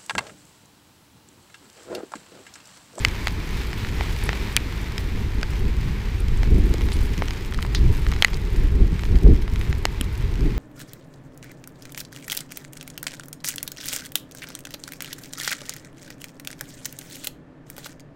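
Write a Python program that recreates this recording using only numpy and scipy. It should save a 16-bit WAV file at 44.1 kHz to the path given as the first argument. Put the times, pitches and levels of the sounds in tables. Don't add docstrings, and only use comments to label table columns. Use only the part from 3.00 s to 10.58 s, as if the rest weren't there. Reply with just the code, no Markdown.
import sys
import numpy as np
from scipy import signal
from scipy.fft import rfft, irfft, next_fast_len
from scipy.io import wavfile
from scipy.ndimage import uniform_filter1d

SR = 44100
rng = np.random.default_rng(int(sys.argv[2]) if len(sys.argv) > 2 else 0)


def file_out(sig):
    cols = np.atleast_2d(sig).T
    lim = np.clip(cols, -1, 1)
    pcm = np.round(lim * 32767).astype(np.int16)
    wavfile.write(sys.argv[1], SR, pcm)


N = 334278
TIME = np.arange(N) / SR
TOP_HZ = 15400

# t/s, level/dB
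WASH_LEVEL = [(0.0, -36), (0.55, -39), (1.5, -36), (1.79, -39.5), (2.95, -41.5), (4.14, -41.5), (4.5, -43),
              (5.28, -42), (5.47, -43), (6.21, -45), (7.58, -43.5)]
# f/Hz, level/dB
WASH_SPECTRUM = [(300, -5.5), (700, -8.5), (900, -1.5), (1300, -5), (1900, -1.5), (2250, -0.5),
                 (2800, -5.5), (3800, -7.5), (5000, -11.5), (6500, -17), (7800, -19), (9200, -23.5),
                 (11500, -24.5), (13500, -22), (15500, -26)]
# f/Hz, level/dB
ROAD_SPECTRUM = [(20, -3), (40, 1), (100, -4), (160, -10), (260, -38), (400, -13.5), (560, -26),
                 (720, -29.5), (920, -24.5), (1200, -30.5), (2000, -31), (4000, -56)]
# t/s, firing rate f/Hz, level/dB
NEAR_ENGINE = [(0, 82, -33.5), (.4, 73.6, -39.5), (.8, 72, -45), (1.3, 70, -50), (2.2, 65.3, -47),
               (7.58, 62, -54)]
# firing rate f/Hz, level/dB
IDLING_ENGINES = [(57, -40.5), (103, -41.5)]
# f/Hz, level/dB
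BUFFET_SPECTRUM = [(8.8, -37), (15, 4), (32, 3), (51, 4.5), (102, -6.5), (140, -12.5), (200, -19.5),
                   (260, -77), (440, -120)]
# f/Hz, level/dB
FLUTTER_SPECTRUM = [(90, -10.5), (160, -1), (230, -2), (300, -4.5), (400, -5.5), (470, -13.5), (560, -28),
                    (750, -28.5), (1200, -53)]
# t/s, level/dB
BREEZE_LEVEL = [(0, -28), (1.3, -27), (1.5, -32), (2.3, -25), (3.7, -24), (4.25, -27), (5.4, -23),
                (7.58, -24)]
# crest t/s, rise to the crest from 1/e t/s, buffeting level/dB, flutter level/dB
GUST_CRESTS = [(1.136, 0.045, -21.5, -48.5), (2.63, 0.098, -20, -33), (2.885, .05, -20.5, -35.5),
               (3.38, 0.17, -15, -36), (3.573, 0.097, -11, -21.5), (3.846, 0.061, -16.5, -28),
               (4.003, 0.048, -14.5, -33), (4.831, .12, -14.5, -32), (5.087, 0.0515, -16.5, -36),
               (5.623, 0.073, -11, -29), (5.823, 0.049, -13, -27.5), (6.13, 0.063, -11.5, -25.5),
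               (6.29, 0.048, -9, -21), (6.48, 0.089, -20, -36), (7.258, 0.045, -18, -40),
               (7.45, 0.054, -18.5, -25.5)]
# t/s, rate/(drops per s)
PATTER_RATE = [(0, 20), (1.2, 45), (2.1, 8), (3.3, 14), (3.8, 75), (4.4, 50), (5.15, 65), (5.6, 14),
               (6.1, 34), (7.58, 8)]
# f/Hz, relative level/dB, 60 dB decay t/s
CASE_MODES = [(505, -17.5, 0.0042), (805, -15.5, 0.0044), (1006, -6, 0.005), (1210, -3.5, 0.0059),
              (1997, 2.5, 0.0076), (2515, -1, 0.0083), (3044, -1.5, 0.0092), (4100, -1, 0.0066),
              (5150, -3, 0.0089), (6490, -2.5, 0.0048), (7860, -5.5, 0.0054), (10200, -9, 0.0023),
              (13000, -26, 0.0017)]
# t/s, 10 ms rms level/dB before gain and balance, brightness/(dB per octave)
HEAVY_DROPS = [(0.049, -17, 0.5), (0.0844, -39, 4.5), (0.2714, -24.5, -1), (0.2813, -35, 3),
               (0.7306, -36.5, -1), (0.848, -37.5, -3), (1.0088, -30.5, -6), (1.2913, -25.5, -4),
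               (1.3302, -33.5, -2.5), (1.5655, -23.5, 9), (1.9804, -35, 3.5), (2.4304, -31.5, -0.5),
               (3.432, -35, -0.5), (3.7393, -43, 7.5), (3.8096, -40, 1), (3.8868, -40.5, -0.5),
               (3.9195, -40.5, 3.5), (4.1785, -46, 6.5), (4.2212, -31, -6), (4.283, -38.5, 3),
               (4.3075, -37, 3), (4.5237, -41, -1), (4.545, -39.5, 2.5), (4.5887, -37, -7.5),
               (4.6262, -36.5, 4.5), (4.649, -39.5, -5.5), (4.7486, -31, 4), (5.066, -35.5, -2.5),
               (5.117, -38.5, 3), (5.1236, -36.5, -4.5), (5.1365, -40, 2), (5.1628, -40.5, 0.5),
               (5.2234, -19.5, 2), (5.2321, -33, -4), (5.2467, -15, -0.5), (5.2824, -38.5, -0.5),
               (5.3328, -39, -0.5), (5.9937, -42, 2), (6.035, -38.5, -1), (6.053, -43.5, 2.5),
               (6.1562, -42, 0.5), (6.4787, -39.5, -3), (6.559, -39.5, 1), (6.6127, -37, -1.5),
               (6.728, -35, -2), (6.8536, -25, 4), (7.011, -35.5, 1.5)]
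# low f/Hz, high f/Hz
RANGES_HZ = [(450, 1400), (1400, 2700), (2700, 6000), (6000, 15000)]
RANGE_BALANCE_DB = [-1.5, -0.5, -3, -16]
# t/s, f/Hz, starting peak level/dB, 1/e decay t/s
CASE_KNOCKS = [(0.0499, 2050, -4.5, 0.0017), (1.291, 464, -18.5, 0.0032), (1.5656, 4470, -8.5, 0.0013),
               (1.573, 2400, -8, 0.0015), (1.9805, 5200, -16, .0012), (2.43, 4700, -19.5, 0.0014),
               (2.4306, 1610, -16.5, 0.0024), (3.743, 420, -15.5, 0.0028), (5.2234, 3210, -6, 0.0021),
               (5.2472, 1980, -6.5, 0.0026), (6.8538, 795, -5, 0.00098), (7.011, 238, -10.5, 0.0026),
               (7.011, 3130, -15.5, 0.00088)]
# t/s, f/Hz near the top of the burst's own band, starting rms level/dB, 1/e decay t/s
DROP_BURSTS = [(1.238, 11300, -27.5, 0.0018), (1.254, 10660, -38, 0.0107), (3.203, 11040, -39, 0.0035),
               (3.373, 8500, -38, .003), (3.92, 4200, -32, 0.014), (3.93, 10000, -39.5, 0.016),
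               (4.75, 4700, -25, 0.014), (5.343, 5550, -28.5, 0.0022), (7.011, 10500, -20.5, 0.0016)]


def undb(db):
    return 10 ** (np.asarray(db) / 20)


def unit(x):
    return x / np.sqrt(np.mean(x ** 2))


def curves(table):
    times_s, *columns = np.transpose(table)
    return [np.interp(TIME, times_s, column) for column in columns]


def walk(rate_hz):
    step = int(SR / rate_hz)
    steps = np.repeat(rng.standard_normal(N // step + 1), step)
    smooth = uniform_filter1d(uniform_filter1d(steps, step), step)
    return unit(smooth[:N])


def colour(x, points):
    hz, db = np.transpose(points)
    size = next_fast_len(N, True)
    f = np.maximum(np.fft.rfftfreq(size, 1 / SR), 1)
    gain = undb(np.interp(np.log(f), np.log(hz), db))
    gain = gain * np.minimum(f / hz[0], 1) ** 2 * np.minimum(hz[-1] / f, 1) ** 2
    return unit(irfft(rfft(x, size) * gain, size)[:N])


def shade(x, hz, db):
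    size = 2 * len(x)
    f = np.maximum(np.fft.rfftfreq(size, 1 / SR), 1)
    log_gain = np.log(undb(np.interp(np.log(f), np.log(hz), db)))
    cepstrum = irfft(log_gain)[:len(x)]
    cepstrum[1:] *= 2
    return irfft(rfft(x, size) * np.exp(rfft(cepstrum, size)))[:len(x)]


def band(x, low_hz, high_hz, order=3):
    edges = [low_hz, min(high_hz, SR / 2 - 1000)]
    return signal.sosfilt(signal.butter(order, edges, "bp", fs=SR, output="sos"), x)


def add(out, s, x):
    i = max(int(s * SR), 0)
    out[i:i + len(x)] += x[:max(N - i, 0)]


def wash(splashes_per_s=2500, grain_db=5.0, splash_db=-5, slosh_db=1.0):
    level_db, = curves(WASH_LEVEL)
    sizes = undb(grain_db * np.minimum(rng.exponential(size=N), 5))
    hits = rng.random(N) < splashes_per_s / SR
    splashes = hits * sizes * rng.choice([-1, 1], N)
    water = rng.standard_normal(N) + undb(splash_db) * unit(splashes)
    return colour(water, WASH_SPECTRUM) * undb(level_db + slosh_db * walk(14))


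def traffic(road_db=-34, overtone_db=-9, rough_db=3.5, waver=0.0116):
    out = undb(road_db) * colour(rng.standard_normal(N), ROAD_SPECTRUM)
    for hz, db in [curves(NEAR_ENGINE)] + IDLING_ENGINES:
        phase = 2 * np.pi * np.cumsum(hz * (1 + waver * walk(5))) / SR
        tone = np.sin(phase) + undb(overtone_db) * np.sin(2 * phase)
        out += np.sqrt(2) * undb(db + rough_db * walk(8)) * tone
    return out


def eddies(points, hold_s=0.0683):
    x = colour(rng.standard_normal(N), points)
    return x / np.sqrt(uniform_filter1d(x ** 2, int(hold_s * SR)) + 1e-6)


def gust(peak_s, length_s, linger=1.14, roundness=1.3):
    age = (TIME - peak_s) / length_s
    distance = np.maximum(-age, age / linger).clip(0, 10)
    return np.exp(-distance ** roundness)


def wind(breeze_flutter_db=-38, churn_db=2.23):
    breeze_db, = curves(BREEZE_LEVEL)
    buffet_power = undb(breeze_db) ** 2
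    flutter_power = undb(breeze_flutter_db) ** 2
    for s, length_s, buffet_db, flutter_db in GUST_CRESTS:
        swell = gust(s, length_s)
        buffet_power = buffet_power + (undb(buffet_db) * swell) ** 2
        flutter_power = flutter_power + (undb(flutter_db) * swell) ** 2
    churn = undb(churn_db * walk(35))
    buffet = np.sqrt(buffet_power) * eddies(BUFFET_SPECTRUM)
    flutter = np.sqrt(flutter_power) * eddies(FLUTTER_SPECTRUM)
    return churn * (buffet + flutter)


def landings(count=700):
    rate, = curves(PATTER_RATE)
    drops = []
    for place, chance, mass, speed in rng.random((count, 4)):
        if chance < rate[int(place * N)] * N / SR / count:
            drops.append((place * N / SR, mass, speed))
    return drops


def case_ring(size=1024, spot_db=2, detune=0.047, splash=0.58, splash_s=0.00082):
    t = np.arange(size) / SR
    hz, db, t60 = np.transpose(CASE_MODES)[:, :, None]
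    spot, shift = rng.standard_normal((2, len(CASE_MODES), 1))
    side = np.resize([1, -1], (len(CASE_MODES), 1))
    swing = np.sin(2 * np.pi * hz * (1 + detune * shift) * t)
    modes = side * undb(db + spot_db * spot - 60 * t / t60) * swing
    return modes.sum(axis=0) + splash * rng.standard_normal(size) * np.exp(-t / splash_s)


def patter(peak_db=-36.5, spread_db=11):
    out = np.zeros(N)
    for s, mass, _ in landings():
        ring = case_ring()
        add(out, s, ring / np.abs(ring).max() * undb(peak_db + spread_db * mass ** 2))
    return out


def droplets(size=1024, peak_db=-42, spread_db=10, decay_s=0.00046, mist=0.33, mist_s=0.0096, lowest_hz=3000):
    out, t = np.zeros(N), np.arange(size) / SR
    envelope = np.exp(-t / decay_s) + mist * np.exp(-t / mist_s)
    for s, mass, speed in landings():
        spit = band(rng.standard_normal(size) * envelope, lowest_hz * (1 + speed), TOP_HZ, order=1)
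        add(out, s, spit / np.abs(spit).max() * undb(peak_db + spread_db * mass ** 2))
    return out


def big_drops(gain_db=1.5, lowest_hz=560, pivot_hz=2030, thud_lag=0.32, usual_db=-27.5):
    out = np.zeros(N)
    centres_hz = np.sqrt(np.prod(RANGES_HZ, axis=1))
    for s, level_db, brightness in HEAVY_DROPS:
        tilt_db = brightness * np.log2(centres_hz / pivot_hz)
        target_db = level_db + gain_db + np.array(RANGE_BALANCE_DB) + tilt_db
        target_db[0] -= thud_lag * (level_db - usual_db)
        ring = band(case_ring(), lowest_hz, TOP_HZ, order=2)
        own_db = [10 * np.log10(np.sum(band(ring, *edges) ** 2) / (SR / 100)) for edges in RANGES_HZ]
        add(out, s, shade(ring, centres_hz, target_db - own_db))
    return out


def knocks(size=2048):
    out, t = np.zeros(N), np.arange(size) / SR
    for s, hz, db, decay_s in CASE_KNOCKS:
        add(out, s, undb(db) * np.sin(2 * np.pi * hz * t) * np.exp(-t / decay_s))
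    return out


def bursts(size=4096, grain_db=5):
    out, t = np.zeros(N), np.arange(size) / SR
    for s, hz, db, decay_s in DROP_BURSTS:
        grains = rng.standard_normal(size) * undb(grain_db * rng.standard_normal(size))
        spray = unit(band(grains, hz / 1.42, hz * 1.08, order=2))
        add(out, s, spray * undb(db) * np.exp(-t / decay_s))
    return out


def scene():
    rain = patter() + droplets() + big_drops() + knocks() + bursts()
    return (wash() + traffic() + wind() + rain)[None]


def record(dry):
    low_pass = signal.ellip(8, .2, 70, TOP_HZ, fs=SR, output="sos")
    return signal.sosfilt(low_pass, np.clip(dry, -1, 1))


dry = scene()
out = record(dry)
file_out(out)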